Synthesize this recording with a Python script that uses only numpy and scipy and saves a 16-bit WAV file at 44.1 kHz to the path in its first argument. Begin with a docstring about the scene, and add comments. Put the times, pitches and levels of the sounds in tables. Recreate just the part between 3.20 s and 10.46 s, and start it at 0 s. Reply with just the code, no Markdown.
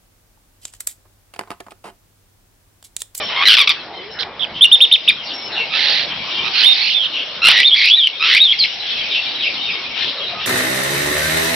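"""A starling sings close to the microphone: squawks, arched chirps, and rasps that tighten into whistles.
One syrinx model makes every call, sliding from pure tone through flutter into chaos, coloured by throat
and beak. Other birds call further off in an echoing enclosure, over a blurred twitter of band-shaped
noise and tiny notes, and a low noise wash. A dull-topped recorder clips on the loudest notes."""
import sys
import numpy as np
from scipy import signal
from scipy.fft import rfft, irfft
from scipy.io import wavfile
from scipy.ndimage import uniform_filter1d, map_coordinates

SR = 44100
rng = np.random.default_rng(int(sys.argv[2]) if len(sys.argv) > 2 else 0)


def transcribe(u):
    """Save the signal u as a 16-bit wav file named by the first command-line argument.

    u: samples, shape (n,) or (channels, n), limited to [-1, 1]; the rate is SR.
    q: integer samples, one column per channel.
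    """
    v = np.clip(np.atleast_2d(u).T, -1, 1)
    q = np.round(v * 32767).astype(np.int16)
    wavfile.write(sys.argv[1], SR, q)


N = 320166
TIME = np.arange(N) / SR  # seconds

# Swell of the blurred twitter of many distant birds. Each row: time in seconds, level in dB before the mix.
TWITTER_SWELL = [(0, -26), (.55, -28), (.75, -38.5), (1.2, -39.5), (1.6, -28.5), (2.15, -30.5), (3.05, -24),
                 (3.5, -17), (3.9, -27.5), (4.95, -28.5), (5.7, -20), (6.1, -22.5), (7.26, -26.5)]
# Colour of that twitter. Each row: frequency in Hz, gain in dB.
TWITTER_TONE = [(700, -26), (1500, -11.5), (2300, -1), (3100, 4), (4000, 3), (4800, -5.5), (5500, -4),
                (6500, -15)]


def undb(db):
    """Decibels to gain."""
    return 10 ** (np.asarray(db) / 20)


def curve(rows, t):
    """Each later column of a table, joined by straight lines along its first column."""
    s, *columns = np.transpose(rows)
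    return [np.interp(t, s, c) for c in columns]


def response(points, hz):
    """Gain of a (Hz, dB) spectrum at the given frequencies, joined along a log frequency axis."""
    f, db = np.transpose(points)
    return undb(np.interp(np.log(hz + 1), np.log(f), db))


def wander(rate, size=N):
    """Smooth chance of spread near 1 that changes about rate times a second."""
    held = rng.standard_normal(size // 4 + 4)
    place = np.arange(size) * min(rate, SR / 5) / SR
    return map_coordinates(held[:int(place[-1]) + 4], [place], order=2, mode="nearest")


def span(start, length):
    """The samples of a note, and its progress from 0 to 1."""
    first = max(int(start * SR), 0)
    last = min(int((start + length) * SR), N)
    t = np.arange(first, last)
    return t, np.linspace(0, 1, len(t))


def starling(room_db=-17):
    """The near bird, thrown left or right as its head turns, with echoes off nearby surfaces."""
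    # Where the beak throws the song. Each row: time in seconds, left minus right in dB.
    beak_aim = [(.4, -1.3), (1, -10), (1.25, -11), (1.42, -3), (1.9, -1.5), (2.55, -7.5), (3.35, -10.5),
                (3.82, -9.5), (4.25, -3), (5.4, -1), (6.7, 10)]
    # Nearby surfaces. Each row: delay in seconds, left level in dB, right level in dB.
    surfaces = [(.0023, -38.5, -21.5), (.0061, -5.5, -20), (0.0279, -18, -16.5), (.069, -28.5, -31.5)]
    voice = song()
    aim_db, = curve(beak_aim, TIME)
    sides = []
    for side_db in (aim_db / 2, -aim_db / 2):
        # the louder side also hears it a fraction of a sample sooner
        shifted = map_coordinates(voice, [np.arange(N) + .1 * side_db])
        sides.append(undb(side_db) * shifted)
    out = np.array(sides)
    for delay, left_db, right_db in surfaces:
        echo = np.pad(voice, (int(abs(delay) * SR), 0))[:N]
        out += undb([[left_db], [right_db]]) * echo
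    return out + undb(room_db) * enclosure(voice, t60=.28, width=.8)


def song():
    """All of the starling's syllables, each kind with its own fall of overtones per octave."""
    # The opening squawk, a rattle of sagging notes. Each row: start in seconds, length in seconds,
    # start pitch in Hz, end pitch in Hz, level in dB at the start, roughness (0 pure, 1 chaotic).
    squawks = [ (0.254, 0.029, 1952, 1990, -8, 0.68), (0.283, 0.045, 1655, 1450, -4, 0.68),
               (0.33, 0.027, 1662, 1670, -6, 0.86), (0.367, 0.021, 1540, 1018, -6, 0.56),
               (0.384, 0.0106, 1410, 1152, -7.5, 0.32), (0.391, .038, 1297, 1124, -7, 0.54),
               (0.43, 0.019, 1040, 958, -15.5, .9), (.473, 0.01, 1385, 1084, -5.5, 0.16),
               (.492, 0.012, 1306, 1127, -6, 0.34), (0.505, 0.0154, 1214, 1118, -8.5, 0.8), ]
    # Chirps that bend once. Each row: start in seconds, length in seconds, start, turn and end pitch in Hz,
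    # turn as a share of the length, level in dB at the best pitch, roughness at the best pitch.
    chirps = [ (0.27, 0.019, 4250, 4040, 3725, 0.61, -4, 0.15),
              (0.987, 0.031, 2230, 4180, 1880, 0.48, -19, 0.85),
              (0.994, .044, 5060, 4850, 1910, 0.27, -14.5, 0.97),
              (1.194, 0.041, 3330, 3456, 3005, 0.4, -20.5, 0.57),
              (1.221, 0.032, 2980, 3270, 2300, 0.4, -16, 0.5),
              (1.409, 0.041, 3040, 3620, 3350, 0.79, -3.5, 0.2),
              (1.443, .017, 3200, 2876, 2830, 0.38, 2, 0.23),
              (1.515, 0.043, 2920, 3665, 3030, 0.47, -1.9, 0.03),
              (1.604, 0.05, 2370, 3690, 2720, 0.49, -3.5, 0.24),
              (1.713, 0.049, 2400, 3725, 2360, 0.28, -5, 0.46),
              (1.876, 0.024, 2220, 3722, 2770, 0.78, -3, 0.19),
              (1.89, 0.02, 2920, 2374, 1910, 0.35, -2, 0.29), (4.473, 0.012, 3900, 4200, 3900, 0.4, -8, .3),
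              (5.238, .01, 3910, 4200, 3830, 0.46, -8.5, 0.1),
              (5.324, 0.021, 3410, 2108, 2170, .7, -10, 0.2),
              (5.389, 0.057, 5010, 4104, 4150, 0.76, -9, 0.3),
              (5.437, 0.024, 4170, 2160, 3260, 0.52, -6.5, 0.54), ]
    # Rasps that tighten upwards. Each row: start in seconds, length in seconds, start and end pitch in Hz,
    # mid level in dB, crescendo in dB, mid level of the upper voice in dB, roughness of the lower voice.
    rasps = [ (2.53, .33, 1792, 1873, -18, -4.5, -19, 0.96), (3.333, 0.13, 1437, 2150, -18, 3.5, -18, 0.91),
             (3.517, 0.23, 2116, 3530, -22, 15.5, -21, 0.98),
             (4.279, 0.057, 1330, 1791, -8.5, -5, -24, 0.99),
             (4.31, 0.12, 1878, 2290, -11.5, 3.5, -34, 0.92),
             (4.542, 0.18, 2130, 3090, -12.5, 6.5, -17, 0.83),
             (5.037, .088, 1332, 1712, -12.5, 4, -35, .95), (5.098, 0.097, 1900, 2916, -9.5, 4, -28, 0.78),
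             (6.749, 0.11, 1520, 1844, -22.5, 5.5, -44, 1.07), ]
    # The whistles that the rasps open into, one curve each.
    # Each row of a curve: time in seconds, pitch in Hz, level in dB before a common trim.
    whistles = [
        [(3.435, 2975, -9), (3.441, 2997, -10.5), (3.453, 3430, -12.5), (3.471, 3654, -7), (3.523, 3685, -9.5),
         (3.535, 3700, -9)],
        [(3.73, 3446, -21), (3.742, 3740, -27), (3.748, 3545, -14.5), (3.776, 3567, -14), (3.796, 3298, -21),
         (3.808, 3234, -15.5), (3.85, 3060, -19.5), (3.866, 3100, -16), (3.875, 3350, -31)],
        [(4.43, 2850, -5), (4.436, 2856, -12.5), (4.448, 3360, -9.5), (4.46, 3664, -6), (4.48, 3650, -8.5),
         (4.49, 3570, -11), (4.503, 3430, -19)],
        [(4.507, 3170, -17), (4.515, 3185, -12), (4.543, 3397, -4), (4.555, 3370, -13)],
        [(4.7, 2890, -8), (4.71, 3314, -7.5), (4.742, 3411, -6.5), (4.768, 4010, -17.5), (4.79, 3685, -8.5),
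         (4.814, 3277, -13.5), (4.834, 3210, -9), (4.87, 2980, -16), (4.875, 3000, -1)],
        [(5.195, 3223, -14), (5.205, 3601, -8), (5.219, 3820, -4.5), (5.235, 3790, -8.5), (5.265, 3518, -10),
         (5.283, 3162, -16), (5.293, 3220, -8.5), (5.307, 3320, -12.5), (5.326, 3380, -5)],
    ]
    # Low buzzes that swell until they crack. Each row: start in seconds, length in seconds,
    # nominal pitch in Hz, level reached in dB.
    buzzes = [(2.495, .07, 1269, -21.5), (3.223, .065, 1242, -21), (4.218, .072, 1372, -6),
              (4.996, 0.054, 1290, -12.5)]
    # Soft creaks through the closed beak. Each row: start in seconds, length in seconds,
    # start pitch in Hz, end pitch in Hz, mid level in dB, roughness.
    creaks = [(0, 0.032, 630, 581, -26, 0.1), (0, 0.047, 1210, 1100, -29, 0.4),
              (0.089, .085, 1013, 883, -24.5, 0.91), (0.162, 0.067, 1063, 1078, -17, 0.57),
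              (0.212, 0.0316, 1085, 1265, -13.5, 0.83), (.234, 0.0144, 1985, 1754, -15.5, 0.7)]
    # Low tones held by the idle side of the syrinx; columns as for the creaks.
    undertones = [(4.344, .08, 1860, 2026, -16.5, 0), (4.772, 0.025, 1910, 1877, -28, 0)]

    out = sing([squawk(*row) for row in squawks], tilt_db=0.0)
    out += sing([chirp(*row) for row in chirps], tilt_db=-0.8)
    out += sing([voice for row in rasps for voice in rasp(*row)], tilt_db=-1.45)
    out += sing([whistle(rows) for rows in whistles], tilt_db=-7.5)
    out += sing([buzz(*row) for row in buzzes], tilt_db=-3.0)
    out += sing([slur(*row) for row in creaks + undertones], tilt_db=-8.5)
    return out


def squawk(start, length, start_hz, end_hz, db, rough):
    """Starts at full force; the pitch drops fast, then settles."""
    fade_db, sag = 3, 1.75  # fall in level over a note; how early its pitch drops
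    t, u = span(start, length)
    pitch = end_hz + (start_hz - end_hz) * (1 - u) ** sag
    return t, pitch, db - fade_db * u, rough


def chirp(start, length, start_hz, turn_hz, end_hz, turn, db, rough):
    """The pitch arches through its turn; off the best pitch the note weakens and frays."""
    best_hz, detune_db_per_octave = 3584, 10
    strain_per_octave = 0.24  # share of the missing roughness gained off the best pitch
    arch_power = 2.7  # 2 is a parabola; more gives a flatter top and steeper sides
    attack_s, attack_db, fade_db = 0.0073, 4.5, 7  # swell at the start, fall in level at the end
    t, u = span(start, length)
    turn = np.clip(turn, .05, .95)
    far_hz = np.where(u < turn, start_hz, end_hz)
    distance = np.interp(u, [0, turn, 1], [1, 0, 1])  # from the turn
    pitch = turn_hz + (far_hz - turn_hz) * distance ** arch_power
    detune = abs(np.log2(pitch / best_hz))  # octaves
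    attack = attack_db * np.exp(-(u * length / attack_s) ** 2)
    level = db - detune_db_per_octave * detune - attack - fade_db * u ** 4
    return t, pitch, level, rough + strain_per_octave * detune * (1 - rough)


def rasp(start, length, start_hz, end_hz, db, crescendo_db, upper_db, rough):
    """Two warbling, throbbing voices: the lower climbs late, the upper swells and fades around one pitch."""
    climb, edge_db = 2.6, 11  # how late the pitch climbs; how far the level sinks at either end
    warble_hz, lower_depth, upper_depth = 42.25, 0.038, .08  # each side wobbles by this share of its pitch
    pulse_db = 1  # the level throbs with the warble
    upper_hz, upper_rough = 4273, .72  # the other side of the syrinx
    t, u = span(start, length)
    warble_rate = warble_hz * (1 + .2 * wander(40, len(t)))
    warble = np.sin(2 * np.pi * np.cumsum(warble_rate) / SR)
    edge = (2 * u - 1) ** 2
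    lower_pitch = (start_hz + (end_hz - start_hz) * u ** climb) * (1 + lower_depth * warble)
    lower_level = db + crescendo_db * (u - .5) - edge_db * edge ** 3 + pulse_db * warble
    upper_pitch = upper_hz * (1 + upper_depth * warble)
    upper_level = upper_db - edge_db * edge - pulse_db * warble
    return (t, lower_pitch, lower_level, rough), (t, upper_pitch, upper_level, upper_rough)


def whistle(rows):
    """A gliding tone, pure at the top and fluttering lower down."""
    # Flutter grows as the whistle sinks. Each row: pitch in Hz, roughness.
    sinking_rough = [(2950, 0.89), (3300, 0.38), (3700, 0.1)]
    trim_db = -1
    start, end = rows[0][0], rows[-1][0]
    t, _ = span(start, end - start)
    pitch, db = curve(rows, t / SR)
    return t, pitch, db + trim_db, curve(sinking_rough, pitch)[0]


def buzz(start, length, hz, db):
    """Growing pressure makes the note louder, a little higher and ever rougher."""
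    swell_db, rise = 14, .06  # pitch rises by this share
    rough_ends = (.33, 0.756)  # roughness at start and end
    t, u = span(start, length)
    slack = (1 - u) ** 2
    pitch = hz * (1 + rise * (u.mean() / 2 - slack))
    return t, pitch, db - swell_db * slack * (1 - u), np.interp(u, [0, 1], rough_ends)


def slur(start, length, start_hz, end_hz, db, rough):
    """An even glide that swells and fades."""
    soft_edge_db = 2.5  # starts and ends this much below its middle
    t, u = span(start, length)
    return t, start_hz * (end_hz / start_hz) ** u, db - soft_edge_db * (2 * u - 1) ** 2, rough


def sing(notes, tilt_db):
    """Notes of (samples, pitch, level, roughness) laid out in time; overtones change by tilt_db an octave."""
    out = np.zeros(N)
    for t, pitch, db, rough in notes:
        out[t] += syrinx(t, pitch, db, rough, tilt_db)
    return out


def syrinx(t, pitch, db, rough, tilt_db, flutter_hz=105, flutter_depth=2, smear_rate=800,
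           half_db=-5, whistle_db=-14):
    """One syllable: a little roughness makes the tone flutter, more splits its period and scatters its pitch."""
    # Resonance of throat and beak. Each row: frequency in Hz, gain in dB.
    throat = [(450, -16), (1150, -10), (1600, -10), (2100, 0), (3000, 5), (3700, 3.5), (4500, -4),
              (5500, -9.5), (7000, 0)]
    size, wild = len(t), rough ** 2
    # fast jitter, and slower lurches that give a rasp its coarse grain
    jitter = (.009 + .06 * wild) * wander(750, size)
    lurch = .08 * wild * wander(230, size)
    phase = 2 * np.pi * np.cumsum(pitch * (1 + jitter + lurch)) / SR

    # on high notes the throat tunes itself to the fundamental and swallows the overtones
    high = np.clip((pitch - 2050) / 500, 0, 1)
    pure = np.clip(1.2 - 1.3 * rough, 0, 1)
    slope_db = tilt_db + whistle_db * high * pure
    # partials between the harmonics appear only when the membranes lose step
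    split = undb(half_db) * np.clip(2 * rough - .75, 0, 1)
    tone, power = 0, 0
    for k in np.arange(1, min(8.5, 7500 / pitch.min()), .5):
        weight = response(throat, k * pitch_of(phase, pitch, jitter, lurch)) * undb(slope_db * np.log2(k))
        if k % 1:
            weight = weight * split
        smear = (.05 + .45 * rough + .35 * wild) * wander(smear_rate, size)
        tone = tone + weight * np.sin(k * phase + rng.uniform(0, 2 * np.pi) + smear)
        power = power + weight ** 2
    tone = tone * np.sqrt(2 / (power + 1e-9))

    # the breath flutters most at middling roughness; its slow loudness is evened out
    beat = 2 * np.pi * np.cumsum(flutter_hz * (1 + .25 * wander(120, size))) / SR
    depth = np.clip(flutter_depth * rough * (1 - rough), 0, 1)
    pressure = (1 + depth * np.sin(beat)) * undb(3.2 * rough * wander(450, size))
    pressure /= np.sqrt(uniform_filter1d(pressure ** 2, SR // 50))

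    edge = np.minimum(np.arange(size), np.arange(size)[::-1]) / (.0015 * SR)  # 1.5 ms fades
    fade = np.sin(np.pi / 2 * np.minimum(edge, 1)) ** 2
    return tone * pressure * undb(db) * fade


def pitch_of(phase, pitch, jitter, lurch):
    """The scattered pitch in Hz that the throat colours."""
    return pitch * (1 + jitter + lurch)


def ports(a, b, width):
    """Two unrelated signals as the shared and the differing part of left and right."""
    return np.array([a + width * b, a - width * b]) / np.sqrt(1 + width ** 2)


def enclosure(x, t60, width):
    """Diffuse reverberation from decaying noise that builds up quickly and dies away by 60 dB in t60 seconds."""
    t = TIME[:SR]
    tail = rng.standard_normal((2, SR)) * undb(-60 * t / t60) * (1 - np.exp(-t / 0.0027))
    tail /= np.sqrt(np.sum(tail ** 2, axis=1, keepdims=True))
    return signal.fftconvolve(x[None], ports(*tail, width), axes=1)[:, :N]


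def far_birds(direct_db=-8, room_db=-1):
    """Distant calls from the same syrinx arrive mostly as reverberation."""
    # Birds further off. Each row: start in seconds, length in seconds, start pitch in Hz, end pitch in Hz,
    # mid level in dB before the direct and room levels, roughness.
    far_calls = [ (0, 0.082, 5540, 5320, -33.5, 0.1), (0.735, 0.07, 1047, 1011, -31, 0),
                 (0.906, 0.035, 5360, 5220, -34, .3), (1.342, 0.033, 3440, 3550, -22.5, 0.86),
                 (2.035, 0.086, 5580, 3000, -23, 1.11), (2.128, 0.16, 5470, 5244, -30.5, 0.1),
                 (2.322, .04, 4260, 3380, -22, 0.65), (2.354, 0.051, 2880, 2736, -17, 0.46),
                 (2.399, 0.02, 2326, 2145, -21.5, 0.34), (2.892, 0.021, 3400, 2993, -20, 0.53),
                 (3.089, .13, 3580, 2935, -21.5, 0.8), (3.926, 0.092, 3177, 3005, -19, 0.82),
                 (5.737, 0.067, 3330, 2048, -23, 0.63), (5.898, 0.079, 3865, 2517, -15.5, 0.76),
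                 (6.188, 0.091, 3933, 2234, -16.5, .55), (6.416, 0.034, 3745, 3620, -17, 0.1),
                 (6.461, .055, 2870, 2180, -20.5, 0.3), (6.771, .13, 3370, 3980, -22.5, 1.14),
                 (7.069, 0.018, 4000, 4020, -21.5, 0.04), (7.2, .06, 3000, 3260, -22, 1.1), ]
    # Faint low hoots far away; columns as for the calls.
    hoots = [(.78, 0.13, 346, 472, -38, 0.1), (.99, 0.045, 498, 452, -39.5, 0),
             (1.55, 0.13, 528, 475, -45, 0.16), (2.39, 0.04, 457, 474, -33.5, 0),
             (2.57, .16, 870, 812, -33.5, 0.1), (7.1, 0.055, 722, 680, -29.5, 0.4),
             (7.1, 0.1, 1230, 1270, -31.5, 0.26)]
    calls = sing([slur(*row) for row in far_calls], tilt_db=-3.5)
    calls += sing([slur(*row) for row in hoots], tilt_db=-19)
    return undb(direct_db) * calls + undb(room_db) * enclosure(calls, t60=0.29, width=0.36)


def flock(count=520):
    """Many brief, mostly falling notes from far away, heard only through their echoes."""
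    out = np.zeros(N + SR)
    for when, height, length, glide, strength in rng.random((count, 5)):
        u = np.linspace(0, 1, int((.01 + .035 * length) * SR))
        hz = 2100 * 2.5 ** height * (1 + (.1 - .35 * glide) * (u - .5))
        tone = np.sin(2 * np.pi * np.cumsum(hz) / SR)
        note = tone * np.sin(np.pi * u) * response(TWITTER_TONE, hz)
        out[int(when * N) + np.arange(len(u))] += note * (.5 + strength)
    wet = enclosure(out[:N], t60=.3, width=.62)
    return wet / np.std(wet) * undb(curve(TWITTER_SWELL, TIME)[0])


def haze(levels, colour, width, flicker_db, flicker_rate):
    """Half-octave bands of distant noise, each flickering alone under a common swell."""
    f = np.fft.rfftfreq(N, 1 / SR)
    spectrum = rfft(ports(*rng.standard_normal((2, N)), width)) * response(colour, f)
    place = 2 * np.log2(np.clip(f, 200, 6400) / 200)  # half octaves above 200 Hz
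    knots = np.arange(0, TIME[-1], 1 / flicker_rate)
    out = 0
    for band in range(11):
        part = irfft(spectrum * np.maximum(1 - abs(place - band), 0), N)
        flicker = undb(flicker_db * rng.standard_normal(len(knots)))
        out = out + part * np.interp(TIME, knots, flicker)
    return out / np.std(out) * undb(curve(levels, TIME)[0])


def scene(left_db=0.9):
    """The starling in front of distant birds, a little to the left, and the wash of the surroundings."""
    # Low wash of the surroundings. Each row: time in seconds, level in dB before the mix.
    wash_swell = [(0, -32), (.4, -39), (1.35, -36), (1.65, -43.5), (2.3, -35.5), (3.3, -36), (3.75, -43),
                  (4.25, -36), (4.85, -47.5), (5.05, -39.5), (5.35, -45), (5.65, -39), (7.15, -35.5)]
    # Colour of the wash. Each row: frequency in Hz, gain in dB.
    wash_tone = [(25, -24.5), (60, -11), (120, -5.5), (250, -3), (450, -1.5), (800, 0), (1300, -4),
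                 (2200, -4.5), (5000, -50.5)]
    near = starling()
    twitter = undb(-3) * haze(TWITTER_SWELL, TWITTER_TONE, width=.62, flicker_db=2.4, flicker_rate=28)
    twitter += undb(-3.5) * flock()
    distant = (far_birds() + twitter) * undb([[left_db], [-left_db]])
    wash = undb(2.0) * haze(wash_swell, wash_tone, width=0.15, flicker_db=4.0, flicker_rate=14)
    return near + distant + wash


def record(dry, ceiling=0.92):
    """The band ends steeply above the song; the loudest notes then clip and spit thin overtones."""
    band_hz, top_hz = 5650, 16000  # band edge before clipping; top of the overtones after it
    f = np.fft.rfftfreq(N, 1 / SR)
    dull = irfft(rfft(dry) / np.sqrt(1 + (f / band_hz) ** 64), N)
    clipped = np.clip(dull, -ceiling, ceiling)
    return signal.sosfilt(signal.ellip(8, .2, 70, top_hz, fs=SR, output="sos"), clipped)


dry = scene()
out = record(dry)
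transcribe(out)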